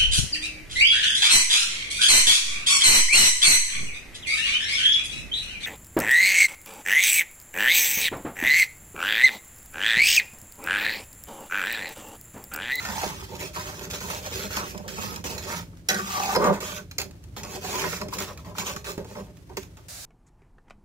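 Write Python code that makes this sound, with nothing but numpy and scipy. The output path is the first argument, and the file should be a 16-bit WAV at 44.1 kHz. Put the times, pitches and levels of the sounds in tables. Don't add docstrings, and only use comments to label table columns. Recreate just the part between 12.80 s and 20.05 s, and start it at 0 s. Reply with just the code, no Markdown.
import sys
import numpy as np
from scipy import signal
from scipy.fft import rfft, irfft, next_fast_len
from scipy.io import wavfile
from scipy.ndimage import uniform_filter1d, map_coordinates

SR = 44100
rng = np.random.default_rng(int(sys.argv[2]) if len(sys.argv) > 2 else 0)


def store_wav(level_fs):
    pcm = np.round(np.clip(np.atleast_2d(level_fs), -1, 1) * 32767)
    wavfile.write(sys.argv[1], SR, pcm.T.astype(np.int16))


N = 319783

# landing t/s, length/s, relative levels of the scrape of the edge/dB, of the weight on
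# the bowl/dB and of the edge felt by the bowl/dB, swell from landing to lift/dB, favoured upper bowl pitch f/Hz
STROKE_ROWS = [(0, 0.1, -42, -45, -38, 4, 1580), (0.096, 0.12, -41, -46.5, -37.5, 2, 860),
               (0.208, 0.099, -41, -38.5, -35.5, -10.5, 1000), (0.283, 0.16, -51.5, -55.5, -52, 6.5, 1210),
               (0.469, 0.098, -53, -43, -49.5, -1, 830), (0.577, 0.1, -42.0, -44.5, -50.5, -8.5, 1380),
               (0.727, 0.2, -44.5, -46.5, -39.5, -5, 1150), (0.93, 0.11, -47.5, -44.5, -47, 8.5, 1140),
               (1.1, 0.012, -40.5, -44, -54, 1, 1434), (1.122, 0.025, -37, -41.5, -45, 1, 1410),
               (1.202, 0.18, -42, -43, -43, 2, 1230), (1.399, 0.071, -44.5, -49.5, -48, 6.5, 1810),
               (1.494, 0.17, -38.5, -40.5, -48.5, -3, 1220), (1.676, 0.098, -40.5, -45, -41, 6, 1630),
               (1.759, 0.048, -41, -36.5, -30.5, -7, 1200), (1.82, 0.089, -43, -53, -56, -1.5, 1340),
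               (1.915, 0.15, -59.5, -43.5, -52, -2.5, 846), (2.076, 0.085, -44, -46, -67, -10, 1370),
               (2.148, 0.22, -44, -43, -42.5, -6.5, 1220), (2.451, 0.1, -41, -39.5, -47.5, -8, 1000),
               (2.575, 0.12, -46.5, -46.5, -65, 6, 1270), (2.66, 0.12, -38.5, -44.5, -38.5, -1.5, 1280),
               (3.081, 0.012, -27, -31.5, -26, -2.5, 1920), (3.093, 0.024, -46, -36, -22.5, -7, 2000),
               (3.133, 0.11, -40.5, -42, -34.5, -3, 1370), (3.234, 0.14, -38, -43.5, -31.5, 2, 1040),
               (3.383, 0.16, -37, -43, -29.5, -5, 857), (3.537, 0.028, -39, -20.5, -25, 0, 1010),
               (3.584, 0.083, -41.5, -24, -22, 4, 1080), (3.711, 0.052, -44, -39, -30, -6, 950),
               (3.801, 0.17, -42.5, -44, -41.5, -5.5, 1160), (4.175, 0.038, -43, -39, -45, -9, 1480),
               (4.36, 0.043, -73, -67, -79, -6, 1150), (4.566, 0.044, -47.5, -41.5, -45, -7.5, 920),
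               (4.626, 0.13, -47, -43, -49.5, 6.5, 920), (4.799, 0.2, -38, -40.5, -43, 6, 925),
               (4.951, 0.21, -39, -41.5, -39, -2.5, 1620), (5.197, 0.04, -50, -33, -48, -17, 1330),
               (5.296, 0.055, -43.5, -45, -55, 6.5, 950), (5.374, 0.057, -39.5, -41.5, -40.5, 3, 1300),
               (5.453, 0.049, -46, -42.5, -38.5, -12, 1220), (5.573, 0.031, -59.5, -55, -54, 0, 1200),
               (5.635, 0.062, -59, -46, -50.5, -2.5, 775), (5.736, 0.036, -51, -44.5, -58, 7, 1340),
               (5.782, 0.05, -36.5, -42.5, -40, -10, 1190), (5.833, 0.064, -35, -39, -34.5, 0, 1090),
               (5.953, 0.019, -41, -47, -41, -16, 1330), (6.037, 0.06, -43.5, -45, -45.5, 6.5, 1320),
               (6.168, 0.036, -57, -34.5, -51, -14.5, 910), (6.239, 0.099, -58, -56, -67, 10, 920),
               (6.34, 0.11, -57, -42, -50, -14, 930), (6.687, 0.03, -64.0, -48.5, -51.5, -7, 860),
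               (6.767, 0.021, -40, -43, -47, -27, 1290), (6.799, 0.029, -55, -55, -57, 0, 1240.0),
               (6.963, 0.015, -55.5, -55, -53.5, -6, 1200)]
SCRAPE, WEIGHT, EDGE = 2, 3, 4
# t/s, relative tick level/dB, relative thud level/dB
KNOCK_ROWS = [(0.0502, -21, -16), (0.163, -34, -22), (0.193, -34, -22), (0.214, -32, -13),
              (0.2305, -23, -9), (0.5524, -25.5, -56), (1.1006, -24, -43), (1.133, -28, -27),
              (1.204, -23, -50), (1.3, -21.5, -20), (1.462, -21, -49), (1.7685, -41, -9),
              (1.976, -25.5, -34), (2.0789, -24.5, -37), (2.36, -19.5, -55), (2.4398, -28, -45),
              (2.579, -20, -26), (2.701, -33, -12.5), (2.9303, -62, -43.5), (2.9712, -42, -66),
              (3.0862, -5.5, -18), (3.099, -9.5, -44), (3.1432, -17, -45), (3.396, -18.5, -14),
              (3.437, -24, -13), (3.488, -31, -13), (3.525, -36, -14), (3.549, -16, -4), (3.559, -12, -11),
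              (3.642, -19, -11), (3.8026, -35, -31), (4.112, -25, -42), (4.1824, -10.5, -30),
              (4.2, -17, -43), (4.215, -15.5, -49), (4.31, -36, -49), (4.4387, -36, -68), (4.564, -33, -26),
              (4.633, -21.5, -38), (4.8466, -24, -19), (5.0383, -31, -11), (5.2137, -20, -20),
              (5.2838, -26, -29), (5.3237, -42, -20), (5.3353, -22.5, -45), (5.384, -18.5, -30),
              (5.5747, -29.5, -44), (5.6462, -48, -33), (5.7506, -48, -27.5), (5.782, -19, -18),
              (5.9618, -25, -21), (6.0437, -26, -57), (6.1775, -29, -28.5), (6.2455, -36, -35),
              (6.352, -38, -26), (6.57, -39, -63), (6.693, -61, -39), (6.7691, -19, -47), (6.831, -42, -46),
              (6.9698, -38, -37)]
TICK, THUD = 1, 2
# t/s, share of the contact (0 to 1)
BARE_WALL = [(0, 0), (3, 0), (3.05, 1), (3.52, 1), (3.55, .2), (3.78, .2), (3.82, .7), (4.05, .7), (4.1, 0),
             (7.25, 0)]

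LIFT_DB_PER_S, SETTLE_DB_PER_S = 325.5, 164


def bowl():
    # f/Hz, width/Hz, relative level under paste/dB, relative level on the bare wall/dB
    bowl_modes = [(172, 14, -3, -12), (198, 20, 4, 10), (290, 16, -3, -8), (378, 24, 4.5, 2),
                  (417, 15, -4, -12), (540, 48, -6, -8), (585, 30, -6, -10), (620, 35, -4, -2),
                  (719, 150, -6, -18), (775, 45, 4, 7), (850, 90, -3, -10), (940, 50, -3, -12),
                  (1000, 35, 3, -6), (1130, 44, 3, 2), (1175, 55, -1, 6), (1230, 200, -5, -18),
                  (1370, 90, -2, -7), (1510, 60, -5, 3), (1500, 465, -11, -20), (1620, 70, -3, -1),
                  (1805, 55, -4, -1), (1910, 70, -10, -6), (2050, 80, -6, -5), (2190, 70, -8, -7)]
    heavy_hz, heavy_octaves, heavy_top_db, heavy_from_db = 535, 0.11, 12, -28
    place_top_db, place_octaves = 9, 0.42
    wander_db = 2.5

    slips = grit(4000, 2.5, 3.1)
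    thuds = gain_of(2.5) * blows(THUD, t60=0.011, rise=0.00045)
    slips = slips + gain_of(-4) * grit(90, 4, 2)
    favoured_hz = place()
    load = drag(WEIGHT, SETTLE_DB_PER_S)
    heaviness = load / (load + gain_of(heavy_from_db))

    def heavy_db(hz):
        return heavy_top_db * heaviness * np.exp(-(np.log2(hz / heavy_hz) / heavy_octaves) ** 2)

    def near_db(hz):
        closeness = np.exp(-(np.log2(hz / favoured_hz) / place_octaves) ** 2)
        return place_top_db * (1 + 0.73 * curve(BARE_WALL)) * closeness

    weight = load * slips + gain_of(-12.5) * thuds
    edge = drag(EDGE, LIFT_DB_PER_S) * slips + gain_of(-2.5) * thuds
    edge = edge + gain_of(-22.0) * blows(TICK, t60=0.048, rise=0.0015)
    band = signal.butter(N=2, Wn=[130, 900], btype="band", fs=SR, output="sos")
    pushed = gain_of(8.5 - 2.7 * curve(BARE_WALL)) * signal.sosfilt(band, weight)
    deep = body(weight, bowl_modes[:8], wander_db, heavy_db)
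    upper = body(edge, bowl_modes[8:], wander_db, near_db)
    return deep + upper + pushed


def blade():
    # f/Hz, width/Hz, relative level in paste/dB, relative level on the bare wall/dB
    blade_modes = [(2100, 120, -5, -6), (2420, 110, 1, -10), (2640, 90, -6, -5), (3000, 70, -12, -4),
                   (3290, 90, -10, -4), (3975, 110, -6, 1), (4190, 90, 2, -14), (4790, 100, -5, -1),
                   (5190, 120, 1, -12), (5620, 160, -10, 0), (5870, 90, -14, -4), (6250, 100, -12, -5),
                   (6870, 80, 4, 2), (7600, 250, -10, -9), (8600, 200, -10, -14), (11000, 250, -11, -12),
                   (12000, 400, -14, -14)]
    # f/Hz, relative level/dB
    rasp_spectrum = [(760, -26), (1300, 2.5), (2060, 2.5), (2590, 6), (2910, 1.5), (3330, 3.5), (4060, 0.5),
                     (6710, 3), (9270, -9.5), (12200, -5), (15800, -7.5)]
    clank_from_db, crack_top_db = -22, -13
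    wander_db = 2

    pressure = gain_of(-2.5) * drag(SCRAPE, LIFT_DB_PER_S)
    slips = grit(15000, 3.5, 1.58) + gain_of(-8.0) * grit(150, 4, 2)
    hard = pressure / (pressure + gain_of(-30))
    ticks = blows(TICK, t60=0.021, rise=.0001, knee_db=clank_from_db)
    crack = coloured(blows(TICK, t60=0.03, rise=.0001, top_db=crack_top_db), rasp_spectrum)
    force = gain_of(-8.5) * pressure * (1 + 2 * hard) * slips + gain_of(-3.0) * ticks
    rasp = gain_of(11.0) * pressure * (1 - hard) * patchy(coloured(slips, rasp_spectrum), 1.3)
    return rasp + body(force, blade_modes, wander_db) + gain_of(-6.5) * crack


def pops():
    # t/s, level/dB, f/Hz
    pockets = [(0.2334, -27, 335), (0.2655, -23, 344), (4.3024, -33, 262), (5.2864, -28, 302),
               (5.9655, -28, 197), (6.1792, -19, 305), (6.246, -37, 450)]
    t60 = 0.026
    out, t = np.zeros(N), np.arange(2000) / SR
    for start, db, hz in pockets:
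        pulse = gain_of(db - 60 * t / t60) * np.sin(2 * np.pi * hz * t)
        out[round(start * SR):][:2000] += pulse
    return out


def body(force, modes, wander_db, place_db=lambda hz: 0):
    bare = curve(BARE_WALL)
    shares = []
    for hz, width, paste_db, bare_db in modes:
        level_db = paste_db + bare * (bare_db - paste_db)
        wander = (1.5 - bare / 2) * wander_db * drift(hz=9)
        shares.append(gain_of(level_db + wander + place_db(hz)))
    power = sum(share ** 2 * mode[1] for share, mode in zip(shares, modes))
    total = np.sqrt(power * np.pi / SR)
    out = np.zeros((2, N))
    for k, (hz, width) in enumerate(mode[:2] for mode in modes):
        side = gain_of(3 * drift(hz=3))
        sign = (-1) ** k
        ringing = sign * ring(force * shares[k] / total, hz, width)
        out += [ringing * side, ringing / side]
    return out


def ring(x, hz, width):
    b, a = signal.iirpeak(hz, hz / width * 2 / 3, SR)
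    return signal.lfilter(b, a, signal.lfilter(b, a, x))


def grit(per_s, spread_db, lumps_db):
    size = gain_of(spread_db * np.minimum(rng.exponential(1, N), 4)) * rng.choice([-1., 1.], N)
    slipping = rng.random(N) < per_s / SR
    return evened(size * slipping * gain_of(lumps_db * drift(hz=49.47)))


def blows(column, t60, rise, knee_db=-200, top_db=200):
    rows = np.asarray(KNOCK_ROWS)
    force = gain_of(rows[:, column])
    train = np.zeros(N)
    struck = np.round(rows[:, 0] * SR).astype(int)
    train[struck] = force / (1 + gain_of(knee_db) / force) / (1 + force / gain_of(top_db))
    t = np.arange(4000) / SR
    burst = gain_of(-60 * t / t60) * (1 - np.exp(-t / rise))
    return signal.oaconvolve(train, burst)[:N] * rng.standard_normal(N)


def drag(column, fall_db_per_s):
    power = sum(contact(stroke, column, fall_db_per_s) ** 2 for stroke in STROKE_ROWS)
    return np.repeat(np.sqrt(power), repeats=32)[:N]


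def contact(stroke, column, fall_db_per_s):
    knock_rise_s, slide_in_s = 0.0011, 0.038
    start, length, swell_db = stroke[0], stroke[1], stroke[5]
    now = np.arange(0, N, 32) / SR
    knock = min((row[0] for row in KNOCK_ROWS), key=lambda s: abs(s - start))
    if abs(knock - start) < .012:
        landing = (now - knock) / knock_rise_s
    else:
        landing = (now - start) / slide_in_s
    t = now - start
    swell = swell_db * (np.clip(t / length, 0, 1) - .5)
    fall = fall_db_per_s * np.maximum(t - length, 0)
    landed = np.clip(landing, 0, 1) if start > 0 else 1
    return landed * gain_of(stroke[column] + swell - fall)


def place():
    rows = np.asarray(STROKE_ROWS)
    return np.interp(np.arange(N) / SR, rows[:, 0] + rows[:, 1] / 2, rows[:, 6])


def patchy(x, patch_db):
    z = signal.stft(x, nperseg=256, noverlap=192)[2]
    patches = rng.standard_normal((3,) + z.shape)
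    patches = uniform_filter1d(uniform_filter1d(patches, size=4, axis=1), size=40, axis=2)
    patches = evened(patches)
    turn = np.exp(1.49 * 1j * patches[:2])
    shade = gain_of(patch_db * (patches[2] + 0.53 * patches[1::-1]))
    return signal.istft(z * turn * shade, nperseg=256, noverlap=192)[1][:, :N]


def kitchen(x, t60, level_db):
    t = np.arange(9000) / SR
    taps = rng.standard_normal((2, 9000)) * (rng.random((2, 9000)) < .06)
    taps = taps * gain_of(-60 * t / t60) * (t > .0008)
    taps = taps / np.linalg.norm(taps, axis=1)[:, None]
    return gain_of(level_db) * signal.oaconvolve(x[None], taps, axes=1)[:, :N]


def burner():
    # f/Hz, relative level/dB per Hz
    roar_spectrum = [(15, -39), (30, -41.5), (48, -3.5), (102, -1.5), (140, -9.5), (173, -3.5), (198, -20),
                     (292, -14.5), (401, -24), (900, -41), (1170, -102), (1980, -120)]
    # t/s, relative roar level/dB
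    flame_level = [(0, -51.5), (1, -50.5), (2.8, -49.5), (3.1, -53), (4.1, -52.5), (4.4, -52.5), (5.2, -49),
                   (6.2, -54), (6.8, -52), (7.25, -60.5)]
    common, apart = rng.standard_normal(N), rng.standard_normal((2, N))
    roar = evened(coloured(common + 0.25 * apart, roar_spectrum))
    return gain_of(curve(flame_level) + 7.5) * roar


def sizzle():
    # f/Hz, relative level/dB per Hz
    bubble_spectrum = [(240, -40), (400, -7.5), (467, -42.5), (528, -9), (707, -18), (2570, -21.5),
                       (3500, -24), (5900, -24.5), (15800, -33)]
    # f/Hz, relative level/dB per Hz
    frying_spectrum = [(240, -63), (400, -20), (597, -5), (1010, -15), (1500, -9), (3340, -12),
                       (3780, -6.5), (6780, -4.5), (15800, -14.5)]
    bubbles_db, frying_db, frying_start_s = -60, -40.5, 7.084
    bubbles = np.array([grit(9000, 4, 2), grit(9000, 4, 2)])
    hiss = coloured(rng.standard_normal(N) + 2.8 * rng.standard_normal((2, N)), frying_spectrum)
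    side_db = np.array([[-1.2], [1.2]])
    after_cut = np.arange(N) > frying_start_s * SR
    hiss = gain_of(frying_db + side_db) * evened(hiss) * after_cut
    return gain_of(bubbles_db) * evened(coloured(bubbles, bubble_spectrum)) + hiss


def gain_of(db):
    return 10 ** (np.asarray(db) / 20)


def evened(x):
    return x / np.sqrt(np.mean(x ** 2) + 1e-20)


def curve(rows, column=1):
    rows = np.asarray(rows)
    return np.interp(np.arange(N) / SR, rows[:, 0], rows[:, column])


def coloured(x, points):
    size = next_fast_len(N)
    hz = np.fft.rfftfreq(size, 1 / SR)
    f, db = np.transpose(points)
    gain = gain_of(np.interp(np.log(hz + 1), np.log(f + 1), db))
    return irfft(rfft(x, size) * gain, size)[..., :N]


def drift(hz):
    knots = rng.standard_normal(400)
    return np.interp(np.arange(N) / SR * hz, np.arange(400), knots) * np.sqrt(3 / 2)


def scene():
    # t/s, delay/s
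    side_delay = [(0, 0.00017), (0.5, 0.00022), (3.1, 0.00021), (3.4, 0.00019), (3.7, 0.00013),
                  (4.1, 0.00013), (4.5, 0.0001), (7.25, 0.00016)]
    # f/Hz, level difference/dB
    side_level = [(60, 1), (180, -2), (550, -4), (1650, -1), (4970, -3), (15000, -7.5)]
    low, high = bowl() + pops(), blade()
    near = low + high
    lag = curve(side_delay) + .00004 * drift(hz=5.8)
    late = map_coordinates(near[0], [np.arange(N) - lag * SR], order=3, mode="nearest")
    pan = np.array([late, near[1]])
    pan = pan + kitchen(low[1], 0.037, -8.0) + kitchen(high[1], 0.18, -7.5)
    lean = np.asarray(side_level)
    pan = np.array([coloured(pan[0], lean * [1, .5]), coloured(pan[1], lean * [1, -.5])])
    return pan + burner() + sizzle()


def record(dry):
    edge_hz = 15780
    lowpass = signal.firwin(611, edge_hz, window=("kaiser", 9), fs=SR)
    return signal.oaconvolve(dry, lowpass[None], "same")


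dry = scene()
out = record(dry)
store_wav(out)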